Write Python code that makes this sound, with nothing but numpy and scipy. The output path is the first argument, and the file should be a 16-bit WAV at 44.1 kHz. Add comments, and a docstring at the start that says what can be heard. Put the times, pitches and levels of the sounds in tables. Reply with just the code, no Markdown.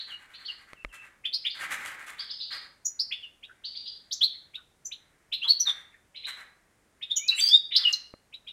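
"""Goldfinches in wire cages, heard from one microphone in a small, bright room. Rising contact chips open
from the far perches, and two small knocks sound close to the microphone. Wings flutter and brush the
wires, most around 2 s, while nearer birds chip in. From 4 s the song comes in bursts, often on both
sides of the syrinx at once. Just after 7 s a long whistle rises and swells over a nasal wheeze;
a few loud notes, one more close knock and two soft chips end the scene."""
import sys
import numpy as np
from scipy import signal
from scipy.fft import rfft, irfft, next_fast_len
from scipy.io import wavfile
from scipy.ndimage import map_coordinates

SR = 44100
rng = np.random.default_rng(int(sys.argv[2]) if len(sys.argv) > 2 else 0)


def transcribe(u):
    """Save the signal u as a 16-bit wav file named by the first command-line argument.

    u: samples, shape (n,) or (channels, n), limited to [-1, 1]; the rate is SR.
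    q: integer samples, one column per channel.
    """
    v = np.clip(np.atleast_2d(u).T, -1, 1)
    q = np.round(v * 32767).astype(np.int16)
    wavfile.write(sys.argv[1], SR, q)


N = 375732

NEAR_DB, MID_DB, FAR_DB = 4.5, -5, -19.5  # direct sound at the microphone from three perches
# runs of rising contact calls: start_s, chip_count, top_pitch_hz, level_db, perch_db
CHIP_RUNS = [(-.02, 1, 4560, -26, FAR_DB), (.326, 1, 4493, -33, FAR_DB), (0.44, 1, 4820, -28.5, FAR_DB),
             (1.237, 1, 3507, -30, MID_DB), (1.441, 1, 3595, -26.5, MID_DB), (1.487, 1, 4930, -29, FAR_DB),
             (2.177, 4, 4930, -22.5, FAR_DB), (3.106, 1, 3576, -27.5, MID_DB),
             (3.424, 1, 3760, -48, NEAR_DB), (3.634, 3, 4850, -24.5, FAR_DB),
             (4.533, 1, 3825, -45, NEAR_DB), (4.908, 1, 4103, -42.5, NEAR_DB),
             (5.316, 1, 4168, -24.5, MID_DB), (6.142, 1, 4110, -27.5, FAR_DB),
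             (6.229, 1, 4086, -24.5, FAR_DB), (7.009, 1, 3760, -35.5, MID_DB),
             (7.373, 1, 3605, -22.5, MID_DB), (7.706, 1, 3963, -18.5, FAR_DB),
             (8.322, 1, 3900, -49, NEAR_DB), (8.464, 1, 3890, -39, MID_DB)]
# notes that fall onto a held pitch: start_s, length_s, held_pitch_hz, level_db
FALLING_NOTES = [(0.094, 0.066, 2886, -41.5), (.477, 0.028, 2760, -36), (0.752, 0.083, 2667, -58.5),
                 (0.887, 0.18, 2668, -53.5), (3.224, 0.041, 2800, -42.5), (5.654, 0.053, 3526, -24),
                 (7.153, 0.043, 2985, -39.5), (7.834, .06, 2854, -23.5)]
# notes with a far steeper fall: start_s, length_s, held_pitch_hz, level_db
WHIP_NOTES = [(7.277, 0.031, 3943, -20), (7.925, 0.024, 4190, -23)]
# notes that climb and level off: start_s, length_s, start_pitch_hz, top_pitch_hz, level_db
CLIMBING_NOTES = [(4.208, 0.044, 3087, 4630, -22), (5.415, .045, 2540, 3352, -30),
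                  (5.476, 0.04, 3760, 4430, -19), (7.097, 0.034, 3190, 3624, -32.5),
                  (7.303, 0.034, 2406, 2725, -35.5), (7.468, 0.032, 4200, 5090, -23)]
# steep two-voiced sweeps: start_s, length_s, start_pitch_hz, end_pitch_hz, level_db
SWEEP_NOTES = [(1.326, 0.039, 4184, 5596, -31.5), (2.991, 0.022, 4434, 5610, -27.5),
               (4.109, .034, 3560, 8050, -31), (7.75, 0.024, 3200, 5940, -17.5)]
# high two-voiced pips: start_s, upper_pitch_hz, level_db, lower_voice_relative_db
PIP_NOTES = [(2.845, 6770, -26.5, -2.5), (4.845, 7060, -41, 5.5), (5.591, 5860, -23.5, -20),
             (7.155, 6820, -24, -3.5)]
# course of the long whistle: time_s, pitch_hz
WHISTLE_PITCH = [(7.18, 2122), (7.45, 3300), (7.511, 3353), (7.553, 3724), (7.581, 3734)]
# nasal wheeze under the whistle: start_s, length_s, start_pitch_hz, level_db
WHEEZE_NOTE = (7.346, 0.21, 1508.5, -25.5)
# the throat during the wheeze: time_s, resonance_hz
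THROAT_RESONANCE = [(7.402, 8120), (7.412, 4550), (7.52, 4700)]
# soft low notes between the calls: start_s, held_pitch_hz, level_db
HUSKY_NOTES = [(3.481, 1494, -57.5), (4.33, 1976, -64.5), (4.57, 1410, -59), (5.44, 1106, -49),
               (5.664, 1137, -48.5), (5.92, 1950, -60.5)]
# strength of a syrinx overtone by where it falls: frequency_hz, gain_db
OVERTONE_GAINS = [(6500, -36.5), (8800, -35.5), (12300, -23.5), (16000, -34)]
# bouts of wingbeats: first_peak_s, beat_count, level_db, fade_per_beat_db (negative grows)
WING_BOUTS = [(.01, 2, -57.5, -6.5), (0.226, 6, -56, 0.3), (0.954, 2, -61, -6.5), (1.58, 1, -47.5, 0),
              (1.631, 7, -37, 2.13), (2.543, 2, -43, 14), (5.464, 1, -57.5, 0), (5.69, 2, -48, 7),
              (6.302, 2, -57.5, -8.5), (7.33, 2, -53, 1), (7.815, 1, -47.5, 0)]
# wing tips brushing the wires: peak_s, level_db
WIRE_BRUSHES = [(0.945, -54.5), (1.63, -55.5), (1.725, -41.5), (1.87, -45.5), (2.08, -51.5), (5.689, -60),
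                (6.285, -46.5), (7.497, -58), (7.9, -53)]
# air pushed by a wing: frequency_hz, level_db
WHOOSH_SPECTRUM = [(150, -23), (500, -18.5), (950, -8.5), (1600, 2), (2100, 2.5), (2900, -16.5),
                   (9000, -41.5)]
# feathers rubbing: frequency_hz, level_db
FEATHER_SPECTRUM = [(400, -23), (1600, -1), (3000, 10), (5000, -4), (7500, 3.5), (12000, -3.5),
                    (15500, -17)]
# knocks by the microphone: start_s, level_db, thump_relative_db, contact_cutoff_hz
CLOSE_KNOCKS = [(0.733, -35, -25, 5970), (0.848, -22.5, -12.5, 3450), (8.139, -25.5, -40, 654)]
# ring of a knock: frequency_hz, level_db, t60_s
KNOCK_RING = [(323, -17, 0.017), (610, -10, 0.016), (1270, -6, 0.013), (2150, 4.5, 0.0059)]
# decay of the room's tail: frequency_hz, t60_s
ROOM_DECAY = [(300, 0.7), (2000, 0.4), (4500, 0.39), (7000, 0.26), (14000, .25)]
# the quiet room: frequency_hz, level_db
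ROOM_TONE_SPECTRUM = [(15, -31), (25, 3), (604, -7.5), (857, -10), (1010, -11.5), (1640, -12.5),
                      (3990, -20.5), (9210, -19), (15800, -33)]


def chips(length=.042, gap_s=.108, start=.56, crest=.72, lower_db=-9, far_cutoff_hz=6200):
    """Near and far chips sweep up and bend over at a crest; the syrinx's other side rasps beneath."""
    out = np.zeros(N)
    _, u = clock(length)
    for s, count, top_hz, db, perch_db in CHIP_RUNS:
        upper_hz = top_hz * (1 - (1 - start) * (1 - u / crest) ** 2)
        lower_hz = top_hz * (.58 + .3 * u)
        for k in range(count):
            upper = syrinx(upper_hz, waver=.025, flutter_db=4.5, rolloff_db=-7.5)
            lower = syrinx(lower_hz, waver=.09, rolloff_db=-13)
            call = upper * swell(u, peak=.47, fullness=2.4)
            call += amp(lower_db) * lower * swell(u, peak=.53, fullness=.89)
            if perch_db == FAR_DB:  # far birds sound duller
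                call = signal.lfilter(*signal.butter(4, far_cutoff_hz, fs=SR), call)
            add(out, s + k * gap_s, in_room(amp(db) * call, perch_db, walls_db=-1.5, tail_db=-14.5))
    return out


def song(climb_hz_per_s=33000, level_off_hz=121, pip_s=.032):
    """Song syllables from the cages: falling, climbing and two-voiced notes of the syrinx."""
    out = np.zeros(N)
    for s, length, hz, db in FALLING_NOTES:
        note = falling(length, hz, fall=.22, settle_s=.031, waver=.018)
        add(out, s, in_room(amp(db) * note, walls_db=-2.5, tail_db=-17))
    for s, length, hz, db in WHIP_NOTES:
        note = falling(length, hz, fall=1, settle_s=.012, waver=.02, peak=.54, fullness=1.1)
        add(out, s, in_room(amp(db) * note, walls_db=-.8, tail_db=-12.5))
    for s, length, start_hz, top_hz, db in CLIMBING_NOTES:
        t, u = clock(length)
        below_top_hz = top_hz - start_hz - climb_hz_per_s * t
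        hz = top_hz - level_off_hz * np.logaddexp(0, below_top_hz / level_off_hz)
        note = syrinx(hz, waver=.027) * swell(u, peak=.73, fullness=.8)
        add(out, s, in_room(amp(db) * note, walls_db=.5, tail_db=-12))
    for s, length, start_hz, end_hz, db in SWEEP_NOTES:
        note = two_voices(np.geomspace(start_hz, end_hz, int(length * SR)), lower_db=-3.5, waver=.03)
        add(out, s, in_room(amp(db) * note, walls_db=.2, tail_db=-10))
    for s, hz, db, lower_db in PIP_NOTES:
        note = two_voices(np.full(int(pip_s * SR), hz), lower_db, waver=.021, peak=.62, fullness=2.6)
        add(out, s, in_room(amp(db) * note, walls_db=-1.5, tail_db=-12))
    return out


def whistle(thin_db=-46, climax_db=-12.5, attack_s=.05, crescendo_s=.075, hold_s=.02, release_s=.02):
    """One side of the syrinx holds a thin, rising tone that swells just before it ends."""
    out = np.zeros(N)
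    start, end = WHISTLE_PITCH[0][0], WHISTLE_PITCH[-1][0]
    t = np.arange(start, end, 1 / SR)
    hz = np.interp(t, *np.transpose(WHISTLE_PITCH))
    before_end = np.cumsum([0, release_s, hold_s, crescendo_s])
    db = np.interp(end - t, before_end, [thin_db, climax_db, climax_db, thin_db])
    onset = np.minimum(1, (t - start) / attack_s)
    tone = syrinx(hz, waver=.006, flutter_db=.6, rolloff_db=-15)
    add(out, start, in_room(amp(db) * onset * tone, walls_db=-4, tail_db=-17.5))
    return out


def wheeze(rise_hz_per_s=520, attack_s=.05, release_s=.083, width_hz=380, rasp_db=3, buzz_db=-32):
    """Under the whistle, the other side of the syrinx buzzes with a stack of overtones."""
    out = np.zeros(N)
    s, length, start_hz, level_db = WHEEZE_NOTE
    t, _ = clock(length)
    hz = start_hz + rise_hz_per_s * t
    ramp = np.minimum(t / attack_s, (length - t) / release_s)
    db = level_db - 24 * (1 - np.minimum(1, ramp))
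    throat_hz = np.interp(s + t, *np.transpose(THROAT_RESONANCE))
    phase = 2 * np.pi * np.cumsum(hz * (1 + .0044 * wobble(500, len(t)))) / SR
    stack = np.zeros(len(t))
    for k in range(2, 11):
        # the throat picks out whichever overtone lies nearest to its resonance
        throat = 1 / (1 + ((k * hz - throat_hz) / width_hz) ** 2) + amp(buzz_db)
        stack += throat * np.sin(k * phase) * amp(rasp_db * wobble(200, len(t)))
    add(out, s, in_room(np.sqrt(2) * amp(db) * stack, walls_db=-4, tail_db=-11.5))
    return out


def low_notes(length=.034):
    """Quiet, husky falling notes an octave or two under the calls."""
    out = np.zeros(N)
    for s, hz, db in HUSKY_NOTES:
        note = falling(length, hz, fall=.2, settle_s=.03, waver=.1)
        add(out, s, in_room(amp(db) * note, walls_db=1.5, tail_db=-18))
    return out


def syrinx(hz, waver, flutter_db=3, rolloff_db=-9, husk=.018, fray=.14):
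    """One side of the syrinx: a slightly unsteady, husky tone with weak, frayed overtones."""
    hz = hz * (1 + waver * wobble(700, len(hz)))
    phase = 2 * np.pi * np.cumsum(hz) / SR
    overtones = np.zeros(len(hz))
    for k in (2, 3, 4):
        gain = amp(along(OVERTONE_GAINS, k * hz) + rolloff_db * (k - 2))
        overtones += gain * np.sin(k * phase) * (k * hz < SR / 2)
    # turbulent air shakes the tone quickly, the more so the more it flutters
    turbulence = flutter_db * wobble(3500, len(hz))
    tone = np.sin(phase) * (1 + husk * turbulence)
    tone += overtones * (1 + fray * turbulence) / np.hypot(1, fray * flutter_db)
    return np.sqrt(2) * tone * amp(flutter_db * wobble(250, len(hz)))


def falling(length, held_hz, fall, settle_s, waver, peak=.75, fullness=.56):
    """A note that starts above its held pitch by the share fall and eases down onto it."""
    t, u = clock(length)
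    hz = held_hz * (1 + fall * np.maximum(1 - t / settle_s, 0) ** 2)
    return syrinx(hz, waver) * swell(u, peak, fullness)


def two_voices(hz, lower_db, waver, peak=.5, fullness=1.1, lower_ratio=.875):
    """Both sides of the syrinx at once, beating against each other."""
    note = syrinx(hz, waver) + amp(lower_db) * syrinx(lower_ratio * hz, waver)
    return note * swell(np.linspace(0, 1, len(hz)), peak, fullness)


def wings(rise_s=.04, fall_s=.046, beat_s=.096, brush_rise_s=.022, brush_fall_s=.03, grain_db=3):
    """Each stroke pushes a whoosh of air; feathers brush with a fine grain, loudest on the wires."""
    air = np.zeros(N)
    stroke_s, touch_s = rise_s + fall_s, brush_rise_s + brush_fall_s
    stroke = swell(clock(stroke_s)[1], peak=rise_s / stroke_s, fullness=.57)
    touch = swell(clock(touch_s)[1], peak=brush_rise_s / touch_s, fullness=.9)
    for s, count, db, fade_db in WING_BOUTS:
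        for k in range(count):
            add(air, s + k * beat_s - rise_s, amp(db - k * fade_db) * stroke)
    brush = amp(-12) * air  # feathers rub softly on every stroke
    for s, db in WIRE_BRUSHES:
        add(brush, s - brush_rise_s, amp(db) * touch)
        add(air, s - brush_rise_s, amp(db + 2) * touch)
    whoosh = air * noise(WHOOSH_SPECTRUM)
    feathers = brush * amp(grain_db * wobble(500, N)) * noise(FEATHER_SPECTRUM)
    return in_room(whoosh + feathers, walls_db=-7, tail_db=-7.5)[:N]


def knocks(thump_hz=42, thump_t60=.15, tick_db=-4, tick_t60=.0064):
    """Dry knocks by the microphone: a tick, a brief ring and a low thump; soft contacts are duller."""
    out, t = np.zeros(N), np.arange(SR // 6) / SR
    for s, db, thump_db, cutoff_hz in CLOSE_KNOCKS:
        ring = sum(amp(level - 60 * t / t60) * np.sin(2 * np.pi * hz * t)
                   for hz, level, t60 in KNOCK_RING)
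        tick = amp(tick_db - 60 * t / tick_t60) * rng.standard_normal(len(t))
        thump = amp(thump_db - 60 * t / thump_t60) * np.sin(2 * np.pi * thump_hz * t)
        contact = signal.butter(2, cutoff_hz, fs=SR)
        add(out, s, amp(db) * signal.lfilter(*contact, ring + tick + thump))
    return out


def shuffling(level_db=-77, swing_db=4):
    """Birds shift about faintly in the other cages."""
    return amp(level_db + swing_db * np.minimum(wobble(7, N), 2)) * noise(WHOOSH_SPECTRUM)


def in_room(x, direct_db=0, *, walls_db, tail_db, walls_t60=.11, build_s=.039):
    """Perch to microphone: the direct path, quick echoes off the cage walls, then the room's tail."""
    hz, t, spectrum = signal.stft(rng.standard_normal(SR), SR, nperseg=256)
    decay = amp(-60 * t / along(ROOM_DECAY, hz)[:, None])
    _, tail = signal.istft(spectrum * decay, SR, nperseg=256)
    t = np.arange(len(tail)) / SR
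    tail *= 1 - np.exp(-t / build_s)
    walls = rng.standard_normal(len(t)) ** 3 * amp(-60 * t / walls_t60) * (t > .002)
    # with distance the wall echoes lose half as many decibels as the direct sound, the tail none
    response = amp(tail_db) * tail / np.linalg.norm(tail)
    response += amp(walls_db + direct_db / 2) * walls / np.linalg.norm(walls)
    response[0] += amp(direct_db)
    return signal.fftconvolve(x, response)


def room_tone(level_db=-68):
    """The steady hush of the room behind the birds."""
    return amp(level_db) * noise(ROOM_TONE_SPECTRUM)


def amp(db):
    """Decibels to gain."""
    return 10 ** (np.asarray(db) / 20)


def along(points, hz):
    """Read (frequency_hz, value) points on a log axis."""
    frequencies, values = np.transpose(points)
    return np.interp(np.log(hz + 1), np.log(frequencies + 1), values)


def clock(length):
    """Seconds since the start of a note, and its progress u from 0 to 1."""
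    t = np.arange(int(length * SR)) / SR
    return t, t / length


def swell(u, peak, fullness):
    """An arch over u = 0..1 with its top at peak; a larger fullness exponent narrows it."""
    return np.abs(np.sin(np.pi * np.interp(u, [0, peak, 1], [0, .5, 1]))) ** fullness


def wobble(rate, size):
    """A smooth random curve, rate knots a second."""
    knots = rng.standard_normal(int(size * rate / SR) + 4)
    return map_coordinates(knots, [np.arange(size) * rate / SR])


def filtered(x, gain):
    """Apply a gain that depends on frequency."""
    size = next_fast_len(N + SR // 4)
    return irfft(rfft(x, size) * gain(np.fft.rfftfreq(size, 1 / SR)), size)[:N]


def noise(spectrum):
    """Coloured noise of rms 1."""
    x = filtered(rng.standard_normal(N), lambda hz: amp(along(spectrum, hz)))
    return x / np.sqrt(np.mean(x ** 2))


def add(track, s, x):
    """Mix x into the track at time s."""
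    i = round(s * SR)
    x = x[max(-i, 0):max(N - i, 0)]
    track[max(i, 0):][:len(x)] += x


def scene():
    """Birds around the room and knocks close by, over the room tone, in mono."""
    birds = chips() + song() + low_notes() + whistle() + wheeze() + wings() + shuffling()
    return (birds + knocks() + room_tone())[None]


def record(dry, top_hz=15850):
    """The camera's microphone channel passes nothing above its band limit."""
    return np.array([filtered(channel, lambda hz: hz < top_hz) for channel in dry])


dry = scene()
out = record(dry)
transcribe(out)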